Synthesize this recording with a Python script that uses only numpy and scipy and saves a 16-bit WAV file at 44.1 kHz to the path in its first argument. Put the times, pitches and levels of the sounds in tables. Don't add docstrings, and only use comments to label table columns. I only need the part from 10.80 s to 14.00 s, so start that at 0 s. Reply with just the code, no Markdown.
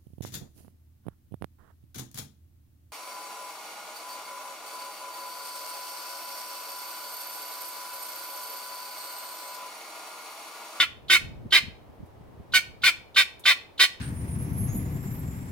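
import sys
import numpy as np
from scipy import signal
from scipy.fft import rfft, irfft, next_fast_len
from scipy.io import wavfile
from scipy.ndimage import map_coordinates

SR = 44100
rng = np.random.default_rng(int(sys.argv[2]) if len(sys.argv) > 2 else 0)


def persist_wave(psi):
    counts = np.round(np.clip(psi, -1, 1) * 32767).astype(np.int16)
    wavfile.write(sys.argv[1], SR, np.atleast_2d(counts).T)


N = 141120
T = np.arange(N) / SR
CALL_T = np.arange(SR // 6) / SR
OPPOSITE = np.array([[1], [-1]])


def undb(db):
    return 10 ** (np.asarray(db) / 20)


def unit(x):
    return x / np.sqrt(np.mean(x ** 2) + 1e-18)


def ramp(x):
    return np.sin(np.pi / 2 * np.clip(x, 0, 1)) ** 2


def bump(x, at, span):
    return np.exp(-((x - at) / span) ** 2)


def turn(hz):
    return 2 * np.pi * np.cumsum(hz) / SR


def wobble(size, hz):
    at = np.arange(size) * hz / SR
    return unit(map_coordinates(rng.standard_normal(4096), [at], mode="wrap"))


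def lowpass(x, hz):
    return signal.sosfiltfilt(signal.butter(2, hz, fs=SR, output="sos"), x)


def colour(x, points, extra=lambda f: 0):
    size = 2 * next_fast_len(x.shape[-1])
    f = np.arange(size // 2 + 1) * SR / size
    hz, db = np.array(points, float).T
    curve_db = np.interp(np.log(f + 1), np.log(hz), db) + extra(f)
    cepstrum = irfft(np.log(undb(curve_db)))
    cepstrum[1:size // 2] *= 2
    cepstrum[size // 2 + 1:] = 0
    response = np.exp(rfft(cepstrum))
    return irfft(rfft(x, size) * response)[..., :x.shape[-1]]


def coloured_air(points):
    return unit(colour(rng.standard_normal((2, N)), points))


def level_over_call(x, db, length):
    return undb(db) * unit(x) * np.sqrt(length * SR / len(x))


def add(out, x, start):
    i = int(start * SR)
    x, i = x[max(-i, 0):], max(i, 0)
    out[i:i + len(x)] += x[:len(out) - i]


# pitch_hz, level_db
HISS_COLOUR = [(1500, -32.5), (2700, -21), (3300, -8.5), (4300, -9.5), (5000, -24.5), (12000, -39.5)]
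HISS_LEAD_S, HISS_DB = 0.017, -41


def hiss():
    t = np.arange(SR // 16) / SR
    breath = unit(colour(rng.standard_normal(len(t)), HISS_COLOUR))
    return undb(HISS_DB) * breath * ramp(t / 0.0052) * ramp((t[-1] - t) / .02)


SQUEAK_HZ, SQUEAK_FALL_HZ_PER_S, SQUEAK_JITTER = 3004, 9000, 0.037
SQUEAK_AT_S, SQUEAK_SPREAD_S = 0.012, 0.011


def squeak(squeak_db):
    t = CALL_T
    falling = SQUEAK_HZ - SQUEAK_FALL_HZ_PER_S * (t - SQUEAK_AT_S)
    tone = np.sin(turn(falling * (1 + SQUEAK_JITTER * wobble(len(t), 1000))))
    swell = bump(t, SQUEAK_AT_S, SQUEAK_SPREAD_S) * ramp(t / .001)
    return np.sqrt(2) * undb(squeak_db) * tone * swell


ARCH_AT, ARCH_WIDTH, SAG_FROM, SAG_TO = .48, .2, .66, 1.1
JITTER, WHISTLE_JITTER, BUZZ_JITTER = 0.1006, .03, 0.03
JITTER_HZ = 894.8
SHAKE_RAD, SHAKE_DEPTH = .8, .7
DOUBLING_RAD, DOUBLING_DEPTH = 0.85, .5
AIR_GAIN = 2 * undb(-11)


def oscillators(u, effort, hz, arch, drop, buzz_hz, rough):
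    size = len(u)
    sag = 1 - drop * ramp((u - SAG_FROM) / (SAG_TO - SAG_FROM))
    pitch = hz * (1 + arch * effort) * sag
    clean = turn(pitch * (1 + WHISTLE_JITTER * rough * wobble(size, 400)))
    high = turn(pitch * (1 + JITTER * rough * wobble(size, JITTER_HZ)))
    low = turn(buzz_hz * np.sqrt(sag) * (1 + BUZZ_JITTER * wobble(size, 230)))
    doubling = ramp(u / 0.35)
    shaken = high + SHAKE_RAD * rough * np.sin(low) + DOUBLING_RAD * doubling * np.sin(high / 2)
    gate = (1 + SHAKE_DEPTH * np.cos(low)) * (1 + DOUBLING_DEPTH * doubling * np.cos(high / 2))
    pulses = unit(sum(np.cos(k * shaken) for k in range(1, 12)))
    source = gate * (pulses + AIR_GAIN * rough * rng.standard_normal(size))
    return clean, low, source


BUZZ_HARMONICS = [-4.5, -10.5]
SIDEBANDS = [-8.5, -11, -8.5, -6]
SIDEBAND_DB = -25
WHISTLE_FADE_DB = 2


def clear_tones(u, clean, low, whistle_db, buzz_db, rough, fade, push):
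    whistle = undb(whistle_db - WHISTLE_FADE_DB * (u - .5)) * np.sin(clean)
    harmonics = enumerate(BUZZ_HARMONICS, start=1)
    buzz = undb(buzz_db) * sum(undb(db) * np.sin(k * low) for k, db in harmonics)
    steps = zip((-1, 1, 2, 3), SIDEBANDS)
    sidebands = sum(undb(db) * np.sin(clean + k * low) for k, db in steps)
    return np.sqrt(2) * (fade * (whistle + buzz) + undb(SIDEBAND_DB) * rough * push * sidebands)


# pitch_hz, level_db
THROAT_RESPONSE = [(300, -38.5), (520, -15), (680, -12.5), (820, -16.5), (1030, -7.5), (1170, -5),
                   (1290, -26), (1500, -15), (1700, -9), (1870, -5.5), (2000, -6), (2200, 4.5), (2560, 4),
                   (2770, -9), (3060, -0.5), (3360, -7.5), (3700, -1), (3950, -8.5), (4250, 6.5),
                   (4500, -12), (4850, -7.5), (5900, -14.5), (6750, -18.5), (9200, -20.5), (10200, -23),
                   (15500, -27.5)]
UPPER_HZ, UPPER_WIDTH_HZ, TREBLE_HZ = 4210, 908, 6050
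TREBLE_EFFORT_DB = 5.5


def throat_rasp(source, effort, push, upper_db, treble_db):
    body = lowpass(source, UPPER_HZ)
    pressed = body + (source - body) * undb(TREBLE_EFFORT_DB * (effort - 1))

    def beak(f):
        upper = upper_db * bump(f, UPPER_HZ, UPPER_WIDTH_HZ)
        return upper + treble_db * ramp(2 * f / TREBLE_HZ - 1)

    return colour(pressed * push, THROAT_RESPONSE, beak)


RING_WIDTH_HZ = 220
LOW_RING_AT, LOW_RING_SPAN, HIGH_RING_SPAN = 0.67, 0.39, 0.32


def throat_ring(source, hz):
    b, a = signal.iirpeak(hz, hz / RING_WIDTH_HZ, fs=SR)
    return unit(signal.lfilter(b, a, signal.lfilter(b, a, source)))


ATTACK_S, RASP_ATTACK_S = 0.002, .009
RELEASE_S, FADE_S = 0.02, 0.019


def squawk(length, hz, arch, drop, buzz_hz, rough, whistle_db, buzz_db, rasp_db, upper_db, treble_db,
           low_hz, low_db, high_hz, high_db, squeak_db):
    u = CALL_T / length
    effort = bump(u, ARCH_AT, ARCH_WIDTH)
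    clean, low, source = oscillators(u, effort, hz, arch, drop, buzz_hz, rough)
    onset = ramp(CALL_T / ATTACK_S)
    release = ramp((length + FADE_S - CALL_T) / (RELEASE_S + FADE_S))
    push = np.sqrt(ramp(CALL_T / RASP_ATTACK_S)) * release
    rasp = throat_rasp(source, effort, push, upper_db, treble_db)
    high_ring = throat_ring(source, high_hz) * onset * bump(u, ARCH_AT, HIGH_RING_SPAN)
    low_ring = throat_ring(source, low_hz) * onset * bump(u, LOW_RING_AT, LOW_RING_SPAN)
    tones = clear_tones(u, clean, low, whistle_db, buzz_db, rough, onset * release, push)
    return (squeak(squeak_db) + tones
            + level_over_call(rasp, rasp_db, length)
            + level_over_call(high_ring, high_db, length)
            + level_over_call(low_ring, low_db, length))


# start_s, length_s, whistle_hz, pitch_arch_share, final_pitch_drop_share, buzz_hz,
# roughness (0-1), whistle_db, buzz_db, rasp_db, upper_throat_db, treble_db,
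# low_ring_hz, low_ring_db, high_ring_hz, high_ring_db, squeak_db
CALLS = [ (-.022, 0.063, 1443, 0.023, 0.092, 305.4, 0.6, -26, -43, -21.5, -5, -6, 2080, -33.5, 3504, -22.5, -23.5),
         (0.297, 0.07, 1514, 0.0051, 0.093, 348.4, 0.6, -25, -38, -19, -4, 1.5, 2200, -24.5, 3645, -24, -21),
         (0.721, 0.065, 1558, 0.07, 0.087, 347.2, 0.6, -28, -40, -17.5, 1, -2.5, 2144, -30, 3727, -24, -18.5),
         (1.736, 0.049, 1487, 0.0055, .03, 369.6, 0.34, -21, -46.5, -20, -2.5, 1, 2354, -25.5, 3670, -30.5, -34.5),
         (2.034, .062, 1461, 0.061, 0.095, 370.9, 0.58, -25.5, -46.5, -19.5, -1, 0.5, 2394, -27.5, 3516, -30.5, -47),
         (2.36, .063, 1555, 0.013, 0.059, 352.3, 0.67, -26, -49, -18, -0.5, -2, 2413, -35, 3596, -24, -36),
         (2.653, .072, 1496, 0.053, 0.073, 359.5, 0.76, -28.5, -49.5, -18, 0.5, -2, 2060, -27.5, 3520, -26.5, -42),
         (2.993, 0.06, 1487, 0.014, 0.017, 356.2, 0.61, -28.5, -41.5, -17.5, 0.5, 0.5, 2035, -29, 3670, -24, -45),
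         ]


def guineafowl():
    out = np.zeros(N)
    for start, *call in CALLS:
        add(out, squawk(*call), start)
        add(out, hiss(), start - HISS_LEAD_S)
    return out


PORT_LAG_S, LEFT_DB = .00005, -0.97


def direct_path(x):
    f = np.arange(N // 2 + 1) * SR / N
    later = irfft(rfft(x) * np.exp(-2j * np.pi * f * PORT_LAG_S), N)
    return np.array([undb(LEFT_DB) * x, later])


def decay(t, t60):
    return undb(-60 * t / t60)


# pitch_hz, level_db
TRACTOR_COLOUR = [(300, -22), (1400, -14.5), (2300, 0), (4000, -7.5), (7000, 2), (15000, 6.5)]
# pitch_hz, level_db
SCATTER_UNLIKENESS = [(300, -19), (1500, -4), (2500, 0.5), (15000, -1)]
TRACTOR_T60_S, TRACTOR_DB = 0.063, 0.5


def tractor_scatter(t):
    mid, side = rng.standard_normal((2, len(t)))
    ports = mid + colour(side, SCATTER_UNLIKENESS) * OPPOSITE
    scatter = unit(ports * decay(t, TRACTOR_T60_S) * ramp(t / 0.0017)) / np.sqrt(SR)
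    return undb(TRACTOR_DB) * colour(scatter, TRACTOR_COLOUR)


# pitch_hz, level_db
YARD_COLOUR = [(300, -8), (1200, -3), (1500, -6.5), (2200, -2.5), (2800, 0.5), (3700, -5.5), (4600, -0.5),
               (7000, 4), (15000, 5.5)]
YARD_T60_S, YARD_TREBLE_T60_S = 0.37, 0.26
YARD_DB, YARD_BUILD_S = -13.5, 0.013


def yard_tail(t):
    noise = rng.standard_normal((2, len(t)))
    dull = lowpass(noise, 5000)
    tail = dull * decay(t, YARD_T60_S) + (noise - dull) * decay(t, YARD_TREBLE_T60_S)
    tail = unit(tail * ramp(t / YARD_BUILD_S)) / np.sqrt(SR)
    return undb(YARD_DB) * colour(tail, YARD_COLOUR)


def farmyard(x):
    t = np.arange(SR) / SR
    echoes = tractor_scatter(t) + yard_tail(t)
    return direct_path(x) + signal.fftconvolve(x[None], echoes, axes=1)[:, :N]


# time_s, level_db
WIND_LEVEL = [(0, -54), (.3, -54.5), (.42, -43), (.62, -41.5), (.74, -50.5), (.85, -49.5), (.96, -52),
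              (1.24, -61.5), (1.35, -53.5), (1.75, -50), (2.1, -52.5), (2.5, -71.5), (3.2, -62.5)]
# pitch_hz, level_db
WIND_RUMBLE = [(20, -16.5), (55, -7), (100, -2), (200, -12), (330, -17.5), (600, -27.5), (1200, -58),
               (5000, -76)]


def wind():
    level_db = np.interp(T, *np.array(WIND_LEVEL).T) + 2 * wobble(N, 18)
    return undb(level_db) * coloured_air(WIND_RUMBLE)


# pitch_hz, level_db
FIELD_COLOUR = [(25, -14.5), (80, -1), (160, -10), (400, -6), (700, -8), (950, -10.5), (1380, -20),
                (2120, -24), (7500, -39.5), (15500, -37.5)]
FIELD_DB, FIELD_SIDE_DB = -56, -1.5


def field():
    mid, side = coloured_air(FIELD_COLOUR)
    return undb(FIELD_DB) * (mid + undb(FIELD_SIDE_DB) * side * OPPOSITE)


# peak_s, level_db
BUFFET_TIMES = [(0.516, -39), (0.661, -34.5), (0.836, -39.5), (0.882, -36.5), (1.101, -45), (1.204, -40),
                (1.236, -39.5), (1.409, -46.5), (1.604, -39)]
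# pitch_hz, level_db
BUFFET_RUMBLE = [(20, -21), (60, 1), (120, 0.5), (230, -3), (350, -12), (600, -25.5), (1200, -47.5),
                 (5000, -80)]
BUFFET_SPREAD_S = 0.011


def buffets():
    swells = sum(undb(db) * bump(T, at, BUFFET_SPREAD_S) for at, db in BUFFET_TIMES)
    return swells * coloured_air(BUFFET_RUMBLE)


# start_s, level_db
TICK_TIMES = [(1.259, -64.5), (2.595, -48)]
# pitch_hz, level_db
TICK_COLOUR = [(2000, -37), (5500, -13.5), (10000, -3.5), (15000, -9)]
TICK_DECAY_S = 0.015


def ticks():
    gain = sum(undb(db) * (T > at) * np.exp(-abs(T - at) / TICK_DECAY_S) for at, db in TICK_TIMES)
    return gain * coloured_air(TICK_COLOUR)


def scene():
    return farmyard(guineafowl()) + wind() + field() + buffets() + ticks()


CEILING, TOP_HZ = 0.76, 16000


def record(dry):
    rounded = dry / (1 + (dry / CEILING) ** 4) ** .25
    return signal.sosfilt(signal.ellip(10, .2, 80, TOP_HZ, fs=SR, output="sos"), rounded)


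dry = scene()
out = record(dry)
persist_wave(out)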